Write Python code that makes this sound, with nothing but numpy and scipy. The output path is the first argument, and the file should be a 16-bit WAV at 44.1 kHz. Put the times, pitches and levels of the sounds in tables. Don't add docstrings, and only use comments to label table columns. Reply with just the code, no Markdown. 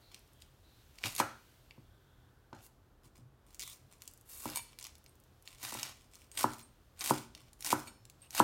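import sys
import numpy as np
from scipy import signal
from scipy.fft import rfft, irfft, next_fast_len
from scipy.io import wavfile
from scipy.ndimage import map_coordinates

SR = 44100
rng = np.random.default_rng(int(sys.argv[2]) if len(sys.argv) > 2 else 0)


def output_pcm(signal):
    pcm = np.clip(np.atleast_2d(signal).T, -1, 1) * 32767
    wavfile.write(sys.argv[1], SR, np.round(pcm).astype(np.int16))


N = 371763


def amp(db):
    return 10 ** (np.asarray(db) / 20)


def unit_rms(x):
    return x / np.sqrt(np.mean(x ** 2) + 1e-20)


def log_interp(points, hz):
    point_hz, values = np.transpose(points)
    return np.interp(np.log(hz + 1), np.log(point_hz + 1), values)


def decay(t, t60_s):
    return np.exp(-np.log(1000) * t / t60_s)


def filtered(x, response):
    size = next_fast_len(len(x) + 8192)
    return irfft(rfft(x, size) * response(np.fft.rfftfreq(size, 1 / SR)), size)[:len(x)]


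def coloured(x, spectrum):
    return unit_rms(filtered(x, lambda hz: amp(log_interp(spectrum, hz))))


def split_bands(x, split_hz):
    body = filtered(x, lambda hz: 1 / (1 + (hz / split_hz) ** 6))
    return unit_rms(x - body), unit_rms(body)


def wobble(rate_hz):
    knots = rng.standard_normal(int(N * rate_hz / SR) + 4)
    return map_coordinates(knots, [np.arange(N) * rate_hz / SR])


def add(track, start_s, sound):
    part = track[max(round(start_s * SR), 0):][:len(sound)]
    part += sound[:len(part)]


def pressure(strokes, attack_s, release_t60_s, lead_s, lead_db):
    gains = np.zeros((2, N))
    for start_s, length_s, treble_db, body_db, swell_db in strokes:
        t = np.arange(-lead_s, length_s + release_t60_s, 1 / SR)
        touch = amp(lead_db) * np.minimum(1 + t / lead_s, 1)
        bite = np.clip(t / attack_s, 0, 1)
        swell = amp(swell_db * (np.clip(t / length_s, 0, 1) - 0.5))
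        release = decay(np.maximum(t - length_s, 0), release_t60_s)
        envelope = np.maximum(touch, bite) * swell * release
        add(gains[0], start_s - lead_s, amp(treble_db) * envelope)
        add(gains[1], start_s - lead_s, amp(body_db) * envelope)
    return gains


def friction(gains, spectrum, puffs_per_s, scatter_db, puff_t60_s, smooth, ripple_db, treble_db, body_db):
    sizes = amp(scatter_db * np.minimum(rng.exponential(size=N), 3))
    impulses = sizes * (rng.random(N) < puffs_per_s / SR)
    puff = decay(np.arange(SR // 100) / SR, puff_t60_s)
    power = np.abs(signal.fftconvolve(impulses ** 2, puff ** 2)[:N])
    grain = np.sqrt(power / power.mean() + smooth ** 2) * rng.uniform(-1, 1, N)
    ripples = rng.standard_normal(200)
    ripple_hz = np.linspace(0, SR / 2, len(ripples))
    grain = filtered(grain, lambda hz: amp(ripple_db * np.interp(hz, ripple_hz, ripples)))
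    treble, body = split_bands(coloured(grain, spectrum), split_hz=5850)
    return amp(treble_db) * gains[0] * treble + amp(body_db) * gains[1] * body


# f/Hz, level/dB
ROOM_SPECTRUM = [(15, -62.5), (28, -25.5), (40, -2.5), (84, -7), (185, -14), (373, -14.5), (450, -17.5),
                 (754, -20), (1500, -24.5), (2300, -36.5), (3500, -38), (5000, -42), (10000, -46.5),
                 (13000, -44), (16000, -47)]
# t/s, level/dB
ROOM_HISS = [(0, -71), (.4, -73), (.58, -74.5), (.8, -70.5), (1.5, -69), (1.9, -76.5), (3.3, -81.5),
             (3.9, -75.5), (6.8, -75.5), (8.4, -77.5)]
# f/Hz, level/dB
HUM_PARTIALS = [(42, -72.5), (82, -71.5), (124, -70)]


def background(murmur_db, waver_db):
    t = np.arange(N) / SR
    hiss, murmur = split_bands(coloured(rng.standard_normal(N), ROOM_SPECTRUM), split_hz=2300)
    hiss_db = np.interp(t, *np.transpose(ROOM_HISS))
    hum = sum(amp(db + waver_db * wobble(21)) * np.sin(2 * np.pi * hz * t + 2.2 * wobble(12))
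              for hz, db in HUM_PARTIALS)
    return hum + amp(murmur_db) * murmur + amp(hiss_db) * hiss


# t/s, length/s, relative level/dB, f/Hz
FAINT_SWISHES = [(0.014, 0.098, -69, 4180), (.34, 0.15, -76.5, 3280), (0.628, 0.19, -73, 3970),
                 (1.845, 0.45, -80.5, 3420), (1.901, 0.69, -79, 1510), (1.037, .03, -46, 2490),
                 (3.61, 0.116, -57, 3600), (8.218, 0.051, -68.5, 2780)]


def faint_swishes(gain_db, width_octaves, edge_s):
    out, t = np.zeros(N), np.arange(SR) / SR
    for start_s, length_s, db, centre_hz in FAINT_SWISHES:
        band = filtered(rng.standard_normal(len(t)),
                        lambda hz: 1 / (1 + (np.log2((hz + 1) / centre_hz) / width_octaves) ** 2))
        envelope = np.clip(np.minimum(t, length_s + edge_s - t) / edge_s, 0, 1)
        add(out, start_s, amp(db + gain_db) * unit_rms(band) * envelope)
    return out


# t/s, length/s, relative treble/dB, relative body/dB, swell/dB
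HANDLING_STROKES = [(.11, .05, -67, -58.5, 1), (.4, 0.027, -68, -67, 8), (2.53, 0.079, -73, -66.5, 9),
                    (.94, 0.17, -69, -71, -2), (3.04, .025, -61, -62.5, -7), (3.15, 0.039, -66, -69.5, -7),
                    (3.46, 0.13, -69, -73.5, -4), (3.6, .135, -51, -59.5, 4),
                    (3.91, .06, -65.5, -67.5, -14), (4, 0.1, -67, -68, -4.5),
                    (4.63, 0.103, -68.5, -65.5, -1), (4.79, .08, -65, -58, 6),
                    (5.45, 0.19, -64.5, -64.5, -9), (5.93, .12, -69.5, -70.5, -2),
                    (6.11, .13, -65.5, -68, 1), (6.48, 0.14, -58, -62, -0.5), (7.13, 0.097, -50, -51.5, -9),
                    (7.35, 0.14, -71, -66, -8.5), (7.77, 0.12, -56, -63, -15)]
# f/Hz, level/dB
RUSTLE_SPECTRUM = [(300, -34.5), (600, -7.5), (1000, 3.5), (1700, -8), (2900, -0.5), (4300, -1),
                   (6000, -2.5), (8600, -0.5), (12000, -6.5), (16000, -8)]


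def handling_rustle():
    gains = pressure(HANDLING_STROKES, attack_s=0.008, release_t60_s=0.12, lead_s=0.02, lead_db=-19.5)
    return friction(gains, RUSTLE_SPECTRUM, puffs_per_s=370, scatter_db=7, puff_t60_s=0.0061,
                    smooth=0.58, ripple_db=4, treble_db=-3.5, body_db=-3)


# t/s, length/s, snap rate/Hz, relative level/dB, brightness/dB
LEAF_TEARS = [(0.118, .36, 17, -47.5, 22), (3.594, .044, 150, -26.5, -2), (4.036, .19, 32, -42, 33),
              (4.787, .085, 85, -30, 4), (4.981, .27, 24, -46.5, 31)]


def leaf_tears(max_snaps, gap_jitter, scatter_db):
    snaps = []
    for start_s, length_s, rate_hz, db, bright_db in LEAF_TEARS:
        gap_draws, level_draws = rng.standard_normal((2, max_snaps))
        gaps_s = np.exp(gap_jitter * gap_draws) / rate_hz
        delays_s = np.cumsum(gaps_s) - gaps_s
        snaps += [(start_s + delay_s, db + scatter_db * draw, bright_db)
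                  for delay_s, draw in zip(delays_s, level_draws) if delay_s < length_s]
    return snaps


# t/s, relative level/dB, brightness/dB
THICK_SNAPS = [(.1441, -30.5, -2), (.42, -35.5, -2), (.9852, -33.5, -8.5), (1.0332, -31, -3.5),
               (1.0378, -14, -45), (1.059, -25.5, -5), (1.08, -27, -10), (1.1502, -23, 12.5),
               (1.1627, -20.5, 6), (1.18, -21, 6), (1.708, -35.5, -29), (2.5296, -41.5, -22),
               (3.545, -34, 13), (3.6772, -33, 1), (3.7304, -37, 9), (4.0193, -31, 1.5), (4.0765, -27, 10),
               (4.4549, -28, 24), (4.4767, -30.5, 2.5), (4.4992, -26, 14), (4.558, -16.5, 20.5),
               (4.5713, -17, 16.5), (4.73, -50.5, -30), (4.9527, -39.5, -0.5), (5.0615, -40, -4.5),
               (5.4236, -43.5, 26.5), (5.4751, -28.5, -8), (5.6297, -35, -11), (5.6491, -26, -12),
               (5.7219, -31.5, 1), (5.7403, -23.5, 19), (5.7952, -27, -2.5), (5.83, -16, 0.5),
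               (6.1539, -36.5, 5.5), (6.315, -35.5, 4.5), (6.3745, -19, -6), (6.387, -25.5, 8),
               (6.534, -30, 13), (6.9925, -32, 15), (7.0081, -20.5, -6), (7.0399, -21.5, 7.5),
               (7.1016, -19.5, 20.5), (7.3493, -30.5, -7), (7.531, -39, 11.5), (7.6064, -28.5, 13),
               (7.6241, -26.5, 1), (7.646, -18.5, 10.5), (7.6624, -18, -4.5), (7.7042, -19, 6),
               (7.7246, -17.5, 18.5), (8.0521, -38, -1), (8.098, -36, 3.5), (8.306, -29.5, 7.5),
               (8.3784, -18, 3)]


def fibre_snaps(thin_snaps, gain_db, crack_t60_s, tear_db, tear_t60_s, lag_s):
    out, t = np.zeros(N), np.arange(SR // 30) / SR
    noise = rng.uniform(-1, 1, N)
    envelope = decay(t, crack_t60_s) + amp(tear_db) * decay(t, tear_t60_s)
    for k, (start_s, db, bright_db) in enumerate(THICK_SNAPS + thin_snaps):
        burst = noise[k * len(t):][:len(t)] * envelope
        body_db, fizz_db = -16.5 - bright_db / 2, -13 + bright_db / 2
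        spectrum = [(300, body_db - 15.5), (1400, body_db - 19), (2200, body_db + 2.5),
                    (3200, body_db + 2.5), (5500, -11), (11000, fizz_db - 6), (16000, fizz_db - 11)]
        snap = filtered(burst, lambda hz: amp(log_interp(spectrum, hz)))
        add(out, start_s + lag_s, amp(db + gain_db) * snap / np.linalg.norm(snap))
    return out


# t/s, level/dB, treble corner/Hz, boom/dB, extra shake/dB
BOARD_KNOCKS = [(0.656, -49, 110, 7, -4), (1.046, -13.5, 198, 2, 10.5), (1.2007, -9.5, 2900, -3, 6.5),
                (1.779, -35.5, 160, 18, -0.5), (2.528, -32.5, 1110, 6.5, 10.5), (3.055, -30.5, 130, 6, 1),
                (3.184, -27.5, 120, 7.5, 11.5), (4.4561, -21, 775, 6.5, 7), (4.572, -41, 2180, -17, -8),
                (5.631, -38, 500, 0, 14), (5.724, -25.5, 900, 0, 2), (5.75, -20, 557, -2, 10),
                (6.4424, -7.5, 1590, 0.5, -0.5), (7.1086, -11.5, 1470, 9.5, -1.5),
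                (7.352, -28, 149, -3.5, 20), (7.7284, -7, 1700, 0, -1), (7.872, -47.5, 893, 11.5, 16.5),
                (8.401, -0.5, 1710, 0.5, 1)]
# f/Hz, level/dB, t60/s
BOARD_MODES = [(129.5, -34, 0.19), (232.2, -24, 0.098), (307.4, -25.5, 0.13), (372.3, -23.5, 0.071),
               (539, -30.5, 0.13), (525, -19.5, 0.02), (947, -0.5, 0.015), (1324, -7.5, 0.012),
               (1357, -28.5, 0.15), (1453, -40, 0.07), (1507, -28, 0.17), (1681, -30, 0.056)]
# f/Hz, level/dB
COUNTER_SPECTRUM = [(60, -30), (110, 2.5), (185, -13), (328, -9.5), (430, -20), (530, -6), (830, -2),
                    (1080, -17), (1350, 4.5), (1650, -4.5), (1950, -8), (4000, -38), (7000, -76)]


def board_knocks(rise_s, boom_hz, counter_db, counter_t60_s, counter_rise_s):
    out, t = np.zeros(N), np.arange(SR // 2) / SR
    for start_s, db, corner_hz, boom_db, shake_db in BOARD_KNOCKS:
        ring = np.zeros(len(t))
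        for k, (mode_hz, mode_db, t60_s) in enumerate(BOARD_MODES):
            scatter_db, detune = rng.standard_normal(2)
            tone = np.sin(2 * np.pi * mode_hz * (1 + 0.0068 * detune) * t)
            ring += (-1) ** k * amp(mode_db + scatter_db) * decay(t, t60_s) * tone
        shake = coloured(rng.standard_normal(len(t)), COUNTER_SPECTRUM)
        shake *= decay(t, counter_t60_s) * (1 - np.exp(-t / counter_rise_s))
        blow = ring * (1 - np.exp(-t / rise_s)) + amp(counter_db + shake_db) * shake

        def contact(hz):
            bass_shelf = (amp(boom_db) + 1j * hz / boom_hz) / (1 + 1j * hz / boom_hz)
            return bass_shelf / (1 + 1j * hz / corner_hz) ** 2

        add(out, start_s, amp(db) * filtered(blow, contact))
    return out


# t/s, length/s, relative treble/dB, relative body/dB, swell/dB
CUT_STROKES = [(1.037, .03, -44, -45, 11.5), (1.07, 0.11, -51.5, -59.5, -11.5),
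               (1.181, .021, -37.5, -43, 15.5), (5.628, 0.08, -44, -51.5, -7.5),
               (5.72, .1, -47.5, -54, -5.5), (5.83, 0.092, -54, -55, -5.5), (6.373, .069, -38, -45.5, 0),
               (7.008, 0.011, -43, -46.5, 9), (7.039, 0.075, -35.5, -45, 2), (7.645, 0.044, -40, -51, -4.5),
               (7.703, 0.027, -34, -42.5, -4), (8.348, .028, -40, -49, -0.5),
               (8.378, .022, -33.5, -38.5, 7)]
# f/Hz, level/dB
CRUNCH_SPECTRUM = [(150, -21.5), (300, -5), (480, -14.5), (650, -4), (950, -1), (1400, -5), (1850, -5.5),
                   (2500, -1.5), (4500, -4), (7500, -2), (8450, 1), (9300, -3), (13000, -3), (16000, -11)]


def blade_crunch():
    gains = pressure(CUT_STROKES, attack_s=0.0011, release_t60_s=0.045, lead_s=0.058, lead_db=-13.5)
    return friction(gains, CRUNCH_SPECTRUM, puffs_per_s=700, scatter_db=4.5, puff_t60_s=0.0065,
                    smooth=0.65, ripple_db=-1, treble_db=-4.5, body_db=2.5)


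# t/s, relative level/dB, favoured f/Hz, spread/octaves
KNIFE_CONTACTS = [(1.202, -47, 2900, .6), (1.708, -67, 2780, .3), (4.551, -56, 7000, 1.5),
                  (4.559, -46.5, 6900, 1.46), (4.572, -50, 3170, 1.07), (4.594, -56, 2800, 0.83),
                  (5.077, -71.5, 8350, .1), (5.829, -56.5, 4040, 1.5), (6.315, -63.5, 8530, .3),
                  (6.372, -44, 8430, 0.075), (6.627, -61, 8900, 0.085), (6.995, -53, 8400, .12),
                  (7.872, -56, 4600, 1.13), (7.883, -36, 5230, .11), (8.218, -57, 8200, 0.13)]
# f/Hz, level/dB, t60/s
KNIFE_MODES = [(943, 21, 0.052), (2330, 4, 0.076), (2415, -1, 0.054), (2960, -2.5, 0.18), (3640, -13, .22),
               (4410, 1.5, 0.0707), (5350, -36.5, 1), (6800, -3, 0.14), (8470, 5, 0.11), (9200, -4, 0.26),
               (10800, -8.5, 0.12), (13150, -2, .16), (13200, -1.5, .12)]


def knife_ring(gain_db, rise_s):
    out, t = np.zeros(N), np.arange(SR // 2) / SR
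    for start_s, db, favoured_hz, spread_octaves in KNIFE_CONTACTS:
        ring = np.zeros(len(t))
        for mode_hz, mode_db, t60_s in KNIFE_MODES:
            scatter_db, detune = rng.standard_normal(2)
            weight = np.exp(-(np.log2(mode_hz / favoured_hz) / spread_octaves) ** 2 / 2)
            tone = np.sin(2 * np.pi * mode_hz * (1 + 0.0022 * detune) * t)
            ring += amp(mode_db + scatter_db) * weight * decay(t, t60_s) * tone
        add(out, start_s, amp(db + gain_db) * ring * (1 - np.exp(-t / rise_s)))
    return out


# t/s, length/s, relative treble/dB, relative body/dB, swell/dB
SLIDE_STROKES = [(2.61, .055, -58.5, -70.5, 6), (4.285, .16, -47.5, -61, 1),
                 (4.445, .145, -49.5, -51, -1.5), (7.865, .015, -57.5, -53.5, 2.5),
                 (8.215, .05, -66.5, -66.5, -6.5)]
# f/Hz, level/dB
SLIDE_SPECTRUM = [(240, -22), (400, -4), (636, -5.5), (814, -7.5), (1160, -4.5), (2180, -4.5), (4180, -2.5),
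                  (5030, -6), (12900, -4), (16000, -10.5)]


def board_slides():
    gains = pressure(SLIDE_STROKES, attack_s=0.012, release_t60_s=0.055, lead_s=0.038, lead_db=-9.5)
    return friction(gains, SLIDE_SPECTRUM, puffs_per_s=610, scatter_db=2, puff_t60_s=0.002,
                    smooth=0.77, ripple_db=2, treble_db=-4.5, body_db=-2.5)


# f/Hz, t60/s
WALL_DECAY = [(120, 0.65), (700, .3), (2000, 0.45), (5000, 0.46), (14000, 0.28)]


def kitchen(x, early_db, early_t60_s, tail_db):
    hz, frames_s, spectra = signal.stft(rng.standard_normal(SR // 2), SR, nperseg=256)
    spectra *= decay(frames_s, log_interp(WALL_DECAY, hz)[:, None])
    _, tail = signal.istft(spectra, SR, nperseg=256)
    t = np.arange(len(tail)) / SR
    tail *= 1 - np.exp(-t / 0.0053)
    early = rng.standard_normal(len(t)) * decay(t, early_t60_s) * (t > 0.002)
    echoes = amp(early_db) * early / np.linalg.norm(early) + amp(tail_db) * tail / np.linalg.norm(tail)
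    return x + signal.fftconvolve(x, echoes)[:N]


def scene():
    crisp = blade_crunch() + handling_rustle() + board_slides()
    thin_snaps = leaf_tears(max_snaps=12, gap_jitter=0.22, scatter_db=2.5)
    crisp += fibre_snaps(thin_snaps, gain_db=6, crack_t60_s=0.0066,
                         tear_db=-10, tear_t60_s=0.018, lag_s=0.0009)
    crisp += knife_ring(gain_db=3, rise_s=0.00029)
    crisp = kitchen(crisp, early_db=-10, early_t60_s=0.035, tail_db=-11)
    knocks = board_knocks(rise_s=0.00034, boom_hz=520,
                          counter_db=-28, counter_t60_s=0.3, counter_rise_s=0.004)
    knocks = kitchen(knocks, early_db=-19, early_t60_s=0.21, tail_db=-11.5)
    swishes = faint_swishes(gain_db=-1.5, width_octaves=0.13, edge_s=0.013)
    return (crisp + knocks + swishes + background(murmur_db=-67.5, waver_db=5.5))[None]


def record(dry):
    return np.array([filtered(channel, lambda hz: hz < 16100) for channel in dry])


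dry = scene()
out = record(dry)
output_pcm(out)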